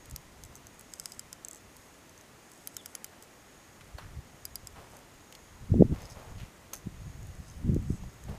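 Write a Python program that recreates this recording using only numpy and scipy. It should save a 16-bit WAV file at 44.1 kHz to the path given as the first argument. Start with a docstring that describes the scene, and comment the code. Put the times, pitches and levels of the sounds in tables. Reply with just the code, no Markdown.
"""A steel winch plate, turned by hand on a towel outdoors, close to the microphone, as its nuts come off.
The plate clicks and rings, threads rasp, loose washers tick and bounce to rest, and cloth rustles.
Wind buffets the covered microphone with gusts and single thumping eddies.
Far off, over a steady wash and a faint whine, an insect buzzes in swells and a bird chirps once."""
import sys
import numpy as np
from scipy import signal
from scipy.fft import rfft, irfft
from scipy.io import wavfile
from scipy.ndimage import uniform_filter1d

SR = 44100
rng = np.random.default_rng(int(sys.argv[2]) if len(sys.argv) > 2 else 0)


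def master_out(mix):
    """Clip the mix to full scale and print it as 16-bit PCM to the path in sys.argv[1]."""
    frames = np.transpose(np.atleast_2d(mix))
    ceiling = np.clip(frames, -1, 1)
    pcm = np.round(ceiling * 32767).astype(np.int16)
    wavfile.write(sys.argv[1], SR, pcm)


N = 369558
TIME = np.arange(N) / SR


def amp(db):
    """Decibels to gain."""
    return 10 ** (np.asarray(db) / 20)


def unit(x):
    """Scales to rms 1."""
    return x / np.sqrt(np.mean(x ** 2) + 1e-20)


def decay(t, t60_s):
    """Envelope that falls 60 dB in t60_s."""
    return np.exp(-np.log(1000) * t / t60_s)


def add(mix, start_s, sound):
    """Mixes a sound in at start_s."""
    at = round(start_s * SR)
    sound = sound[max(-at, 0):]
    part = mix[max(at, 0):][:len(sound)]
    part += sound[:len(part)]


def colour(x, gain):
    """Filters x by a function of frequency."""
    return irfft(rfft(x) * gain(np.fft.rfftfreq(len(x), 1 / SR)), len(x))


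def band(x, hz, octaves):
    """Keeps a band around hz, at rms 1."""
    return unit(colour(x, lambda f: 1 / (1 + (np.log2((f + 1) / hz) / octaves) ** 2)))


def shaped_noise(spectrum, size):
    """Noise of rms 1 that follows rows of frequency_hz, gain_db."""
    hz, db = np.transpose(spectrum)
    noise = rng.standard_normal(size)
    return unit(colour(noise, lambda f: amp(np.interp(np.log(f + 1), np.log(hz), db))))


def drift(hz):
    """Random wander of rms 1, mostly slower than hz."""
    return unit(colour(rng.standard_normal(N), lambda f: np.exp(-(f / hz) ** 2)))


def grains(per_s, spread_db):
    """Random tiny impulses of uneven size."""
    size = amp(spread_db * np.minimum(rng.exponential(1, N), 4))
    return unit(size * rng.standard_normal(N) * (rng.random(N) < per_s / SR))


# Open air all around: frequency_hz, gain_db
AIR_SPECTRUM = [(15, -43), (25, -20), (86, -4), (264, 0), (344, -2.5), (1310, -8), (1580, -10.5),
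                (1910, -9), (2180, -11.5), (4260, -17.5), (5880, -16.5), (6720, -14.5), (7480, -17.5),
                (13800, -24.5), (15000, -26)]
# A faint whine, far off: pitch_hz, level_db
WHINE_TONES = [(1712, -79), (1998, -77)]
def outdoors(wash_db=-56, waver_hz=3):
    """Steady distant wash with a faint wavering whine."""
    out = amp(wash_db) * shaped_noise(AIR_SPECTRUM, N)
    for hz, db in WHINE_TONES:
        pitch = hz + waver_hz * drift(hz=2.17)
        out += amp(db) * np.sin(2 * np.pi * np.cumsum(pitch) / SR)
    return out


# The breeze at the microphone: time_s, force_db
BREEZE_CURVE = [(0, -52.5), (.4, -55), (.86, -62), (3.4, -66.5), (3.85, -57), (4.15, -43), (4.25, -57),
                (4.83, -56), (5.3, -62.5), (5.65, -50), (6.0, -48.5), (6.4, -52), (6.52, -60), (6.78, -56),
                (6.95, -46), (7.5, -47.5), (8.15, -52.5), (8.38, -47)]
# Gusts on top of it; rise and fall each span range_db: peak_s, force_db, rise_s, fall_s
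GUST_PEAKS = [(.135, -46, 0.084, 0.066), (4.08, -45, .08, 0.11), (5.73, -24, 0.069, .12),
              (5.81, -6.5, 0.069, 0.042), (5.93, -24, .09, 0.031), (6.43, -35, 0.16, 0.057),
              (6.87, -34.5, 0.036, 0.052), (7.08, -38, 0.19, 0.048), (7.21, -39, 0.058, 0.16),
              (7.405, -38, 0.037, 0.031), (7.65, -27.5, 0.12, 0.091), (7.72, -22.5, 0.11, 0.14),
              (7.905, -29.5, 0.033, 0.17), (8.04, -38, 0.035, 0.056), (8.304, -31.5, .1, 0.1)]
def wind_force(range_db=20):
    """Force of the wind in dB: the breeze, with gusts that build up and die away."""
    power = amp(np.interp(TIME, *np.transpose(BREEZE_CURVE))) ** 2
    for peak_s, db, rise_s, fall_s in GUST_PEAKS:
        away = np.maximum((peak_s - TIME) / rise_s, (TIME - peak_s) / fall_s)
        power += amp(db - range_db * np.minimum(away, 10)) ** 2
    return 10 * np.log10(power)


def eddy(hz, angle, size=4096, steepness=5):
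    """Pressure of a passing vortex: one smooth swing, shorter the faster it goes."""
    t = (np.arange(size) - size // 2) / SR
    return (np.exp(1j * angle) * (1 - 2j * np.pi * hz * t / steepness) ** -steepness).real


# Single eddies right on the microphone: centre_s, level_db, pitch_hz
EDDY_THUMPS = [(3.952, -33, 78.5), (4.174, -32, 101), (4.191, -31, 100), (5.722, -12.5, 134),
               (5.742, -19.5, 450), (5.798, -10, 190), (5.809, -2.5, 274), (5.8233, -1.5, 388),
               (5.928, -17.5, 150), (6.872, -25.5, 198), (7.696, -21.5, 251), (7.765, -16.5, 292),
               (7.904, -18, 211), (8.297, -30, 116)]
def wind(gain_db=-3, gust_gain_db=-5, calm_hz=38, strong_hz=70, lump_db=4, cover_hz=850):
    """Turbulence brightens as the wind grows; now and then a single eddy thumps the microphone."""
    force_db = wind_force()
    strength = np.clip((force_db + 41.5) / 30, 0, 1)
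    flow = rng.standard_normal(N)
    calm = unit(colour(flow, lambda f: f ** 1.69 * np.exp(-f / calm_hz)))
    strong = unit(colour(flow, lambda f: f ** 2.09 * np.exp(-f / strong_hz)))
    swirl = (1 - strength) * calm + strength * strong
    local_power = uniform_filter1d(uniform_filter1d(swirl ** 2, size=900), size=900)
    swirl /= np.sqrt(local_power + 1e-6)
    out = amp(force_db + gain_db + gust_gain_db * strength + lump_db * drift(hz=26.7)) * swirl
    for centre_s, db, hz in EDDY_THUMPS:
        swing = eddy(hz, angle=rng.uniform(0, 2 * np.pi))
        add(out, centre_s - len(swing) / 2 / SR, amp(db) * swing)
    # the microphone's cover muffles the finest swirls
    return colour(out, lambda f: 1 / np.sqrt(1 + (f / cover_hz) ** 10))


def insect(hz=6650, width_hz=230, level_db=-67.5, swell_s=.72, first_end_s=.3, every_s=.893, count=10):
    """A far, narrow buzz that grows slowly and drops off, at an even pace but uneven in level."""
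    progress = np.linspace(0, 1, round(swell_s * SR))
    swell = abs(np.sin(np.pi * progress ** 1.5)) ** .8
    effort = np.zeros(N)
    for k, uneven_db in enumerate(rng.standard_normal(count)):
        add(effort, first_end_s + k * every_s - swell_s, amp(level_db + uneven_db) * swell)
    buzz = unit(colour(rng.standard_normal(N), lambda f: 1 / (1 + ((f - hz) / width_hz) ** 4)))
    return effort * buzz


def ring(modes, gains_db, size=2600):
    """Dying modes of a steel part; neighbours swing in opposite senses."""
    hz, db, t60_s = np.transpose(modes)[:, :, None]
    t = np.arange(size) / SR
    sense = (-1.) ** np.arange(len(modes))
    partials = amp(db) * decay(t, t60_s) * np.sin(2 * np.pi * hz * t)
    return (sense * amp(gains_db)) @ partials


# Steel meeting steel, heard close: frequency_hz, gain_db
CRACK_SPECTRUM = [(300, -48), (1300, -11), (2800, -6.5), (3900, -7), (5200, 0.5), (9000, 3), (12000, 0.5),
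                  (15000, -1)]
def strike(body, energy_db, crack_db, crack_t60_s):
    """A ring plus the brief crack of steel faces chattering as they meet."""
    crack = shaped_noise(CRACK_SPECTRUM, len(body)) * decay(TIME[:len(body)], crack_t60_s)
    sound = body / np.linalg.norm(body) + amp(crack_db) * crack / np.linalg.norm(crack)
    return amp(energy_db) * sound / np.linalg.norm(sound)


# Ring of a nut with its washer: pitch_hz, gain_db, t60_s
NUT_MODES = [(6300, 2, .0085), (7775, 3, .009), (8600, -9, .005), (9420, -6, .009), (11600, -14, .003),
             (12500, -22, .005)]
def tick(db, upper_db, hardness_db, gain_db=10, crack_db=-4, scatter_db=1.5):
    """A small loose part meets its bolt once."""
    upper = np.arange(len(NUT_MODES)) > 0
    scatter = scatter_db * rng.standard_normal(len(NUT_MODES))
    body = ring(NUT_MODES, upper_db * upper + scatter)
    return strike(body, db + gain_db, crack_db + hardness_db, crack_t60_s=.011)


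# Nuts and washers ticking near the microphone: start_s, relative_db, upper_modes_db, hardness_db
NUT_TICKS = [(.057, -38.5, 15, 7), (.0978, -38, 13, 8), (0.111, -31, 3, 12), (.6691, -33, -11, 3),
             (.795, -34.5, 15, 4), (0.81, -35.5, 15, 13), (1.767, -36.5, 3, 21), (2.095, -41, -12, -1),
             (2.1778, -39.5, -17, -4), (2.2112, -41, -12, -2), (2.517, -38, 4, 11), (5.3245, -42, -5, 15),
             (5.351, -40, -11, 16), (6.0195, -39, -15, 2), (6.1008, -39, -14, -1), (7.27, -43, -2, 11),
             (7.5, -39.5, -16, -6), (7.7454, -36.5, -2, 6), (8.2383, -38, 0, 4)]
# A part let go close by:
# start_s, relative_db, upper_modes_db, hardness_db, first_gap_s, gap_ratio, bounce_loss_db
PART_DROPS = [(.4368, -30, 0, 3, 0.014, 0.65, 8), (.5546, -32.5, -3, 2, .0085, .95, 6),
              (1.4486, -23, 1, -0.5, 0.036, 0.75, 3), (3.225, -34.5, 1, 6, .01, 0.62, 7),
              (4.968, -37.5, -12, 7, 0.022, 0.61, 8), (6.7347, -20.5, -20, 7, 0.0059, 0.72, 7.5),
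              (6.754, -32, -15, 4, 0.0083, .87, 3)]
def loose_parts(bounces=10):
    """Nuts and washers tick; when let go, they bounce ever quicker and weaker."""
    out = np.zeros(N)
    for start_s, db, upper_db, hardness_db in NUT_TICKS:
        add(out, start_s, tick(db, upper_db, hardness_db))
    for start_s, db, upper_db, hardness_db, gap_s, gap_ratio, loss_db in PART_DROPS:
        for k in range(bounces):
            bounce_s = start_s + gap_s * np.sum(gap_ratio ** np.arange(k))
            add(out, bounce_s, tick(db - loss_db * k, upper_db, hardness_db))
    return out


def fumbling(relative_db=-49, spread_db=3, count=24):
    """Fingers nudge the small parts all the while: faint ticks at random."""
    out = np.zeros(N)
    for start_s, size in zip(rng.uniform(0, N / SR, count), rng.standard_normal(count)):
        add(out, start_s, tick(relative_db + spread_db * size, upper_db=0, hardness_db=9))
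    return out


# Ring of the steel plate: pitch_hz, gain_db, t60_s
PLATE_MODES = [(1390, -23.5, 0.021), (2290, -17, 0.0058), (3080, -25.5, 0.029), (4875, -10, .03),
               (5100, -2, .007), (5480, -6, .008), (5950, -11, .008), (6280, -4.5, 0.0081),
               (7460, -4, 0.0026), (7690, 2.5, 0.0071), (9000, -14, 0.0081), (9700, -13, 0.0046),
               (10040, -10, 0.034), (10700, -19, .008), (11200, -9, 0.0039), (12300, -19, 0.007),
               (12900, -1, 0.0048), (14400, -12, 0.005)]
# Each grip of the hand colours a run of clicks: from_s, high_ring_db, low_body_db, hardness_db
HAND_GRIPS = [(0, -22, -4, 5), (.8, -6, 1.5, -1.5), (2.5, 0, 7, 7.5), (4.3, -6.5, 1, -3)]
# Sharp clicks of the plate, close up: start_s, relative_db, treble_db, mid_ring_db
PLATE_HITS = [(.1615, -22.5, 4, -10), (0.9368, -25, -9, -8), (.998, -21.5, -9, -6),
              (1.0573, -20.5, -4, -10), (1.12, -28, -14, 1), (1.194, -22.5, -4, -1),
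              (1.3287, -25.5, -10, -6), (2.6734, -20.5, 6, -15), (2.7669, -20.5, -7, -16),
              (2.8592, -24, -12, -3), (2.9516, -21, 2, -3), (3.0442, -22, 1, -3), (4.4531, -21, 6.5, 4),
              (4.5564, -20.5, 6.5, 4.5), (4.6714, -26, -1, -3)]
def plate_clicks(gain_db=10, crack_db=-6, snap_db=6, snap_hz=7500, scatter_db=2):
    """The grip decides which modes ring; each click shares its force among them a little differently."""
    out, hz = np.zeros(N), np.transpose(PLATE_MODES)[0]
    treble, low = np.clip((hz - 8000) / 3500, 0, 1), hz < 4000
    mid_ring, high_ring = abs(hz - 4850) < 120, abs(hz - 10055) < 300
    for start_s, db, treble_db, mid_db in PLATE_HITS:
        _, high_db, low_db, hardness_db = [grip for grip in HAND_GRIPS if grip[0] <= start_s][-1]
        gains_db = treble_db * treble + mid_db * mid_ring + high_db * high_ring + low_db * low
        body = ring(PLATE_MODES, gains_db + scatter_db * rng.standard_normal(len(hz)))
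        # the sudden stop radiates one sharp swing
        cycles = np.arange(len(body)) * snap_hz / SR - 1
        snap = amp(snap_db) * np.sin(2 * np.pi * cycles) * np.exp(-2 * cycles ** 2)
        add(out, start_s, strike(body + snap, db + gain_db, crack_db + hardness_db, crack_t60_s=.014))
    return out


# A nut turning on its thread, close up: start_s, length_s, level_db, centre_hz, singing_db
THREAD_RASPS = [(0.837, 0.43, -60, 7450, -11), (1.7, 0.25, -69, 9000, -14), (2.35, 0.79, -64.5, 8000, -8),
                (4.876, 0.13, -65, 8100, -14), (5.999, 0.082, -56, 5250, 2), (6.087, 0.056, -54, 5300, 7),
                (7.39, 0.21, -63, 6100, 1), (7.852, 0.15, -61, 7440, -9)]
def threads(octaves=.47, mute_db=-7, grit_db=-3):
    """Tiny slips in the threads scratch and keep the plate singing; fingers mute some of its modes."""
    out, hz = np.zeros(N), np.transpose(PLATE_MODES)[0]
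    singing = abs(hz - 10055) < 300
    muted = (abs(hz - 7700) < 250) | (abs(hz - 4900) < 200)
    slips = grains(per_s=1100, spread_db=3.5)
    for start_s, length_s, db, centre_hz, singing_db in THREAD_RASPS:
        turn = np.sqrt(np.hanning(round(length_s * SR)))
        force = slips[round(start_s * SR):][:len(turn)]
        plate = ring(PLATE_MODES, singing_db * singing + mute_db * muted)
        ringing = signal.fftconvolve(force, plate)[:len(turn)]
        rasp = unit(ringing) + amp(grit_db) * unit(force)
        add(out, start_s, amp(db) * turn * band(rasp, centre_hz, octaves))
    return out


def bird(start_s=2.755, length_s=.063, high_hz=3700, low_hz=2650, level_db=-52, quaver=.03, echo_db=-7):
    """One far, quavering whistle that swells and drops in pitch, scattered by the surroundings."""
    progress = np.clip((TIME - start_s) / length_s, 0, 1)
    pitch = (high_hz + (low_hz - high_hz) * progress ** 4) * (1 + quaver * drift(hz=251))
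    call = amp(level_db) * np.sin(np.pi * progress ** 2) * np.sin(2 * np.pi * np.cumsum(pitch) / SR)
    tail = rng.standard_normal(SR) * decay(TIME[:SR], t60_s=.25)
    return call + amp(echo_db) * signal.oaconvolve(call, tail / np.linalg.norm(tail))[:N]


# Hands brushing towel and cardboard near the microphone: start_s, span_s, level_db, centre_hz
CLOTH_BRUSHES = [(2.933, 0.071, -58.5, 920), (3.116, .12, -61.5, 700), (3.995, 0.11, -56.5, 1300),
                 (4.764, 0.16, -53, 600), (4.934, 0.11, -58.5, 600), (5.923, 0.32, -54, 610),
                 (5.99, 0.16, -66.5, 2500), (6.164, 0.26, -56.5, 547), (6.39, .09, -57, 2220),
                 (8.286, 0.17, -51.5, 546)]
def cloth(rise_share=.27, scuff_db=-1, scuff_brighter=1.4, scuff_share=.27, scuff_lead_s=.011):
    """Fibres catch and let go under the hand: a short bright scuff, then a duller brush that fades."""
    out, fibres = np.zeros(N), grains(per_s=9900, spread_db=4)
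    for brush in CLOTH_BRUSHES:
        start_s, span_s, db, hz = brush
        scuff = start_s - scuff_lead_s, span_s * scuff_share, db + scuff_db, hz * scuff_brighter
        for at_s, part_s, part_db, part_hz in (scuff, brush):
            age = np.arange(0, 2, 1 / (part_s * SR)) / rise_share  # lasts two spans, loudest at age 1
            rub = band(np.roll(fibres, -round(at_s * SR))[:len(age)], part_hz, octaves=.8)
            add(out, at_s, amp(part_db) * rub * age * np.exp(1 - age))
    return out


# Parts knocking in the hand and on the padded ground: start_s, level_db, centre_hz, width_octaves, t60_s
DULL_KNOCKS = [(3.809, -48, 1740, 0.87, .051), (3.984, -41, 845, 1, 0.071), (3.9816, -53, 4300, .03, 0.066),
               (5.3251, -41, 3120, 0.82, 0.015), (5.351, -45, 3000, 0.84, 0.032),
               (6.7325, -39.5, 730, 1.6, 0.071), (8.036, -47.5, 695, 0.65, 0.048)]
def knocks():
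    """Damped contacts: a sudden start and a quick end."""
    out, t = np.zeros(N), TIME[:SR // 4]
    for start_s, db, hz, octaves, t60_s in DULL_KNOCKS:
        add(out, start_s, amp(db) * band(rng.standard_normal(len(t)), hz, octaves) * decay(t, t60_s))
    return out


def scene():
    """One microphone in the open: hands and steel close by, wind on the cover, wildlife far off."""
    hands = cloth() + knocks() + threads() + plate_clicks() + loose_parts()
    return (outdoors() + wind() + insect() + bird() + hands + fumbling())[None]


def record(dry, edge_hz=15100):
    """The steep band limit of the camera behind the microphone."""
    lowpass = signal.firwin(511, edge_hz, window=("kaiser", 9), fs=SR)
    return signal.oaconvolve(dry, lowpass[None], "same")


dry = scene()
out = record(dry)
master_out(out)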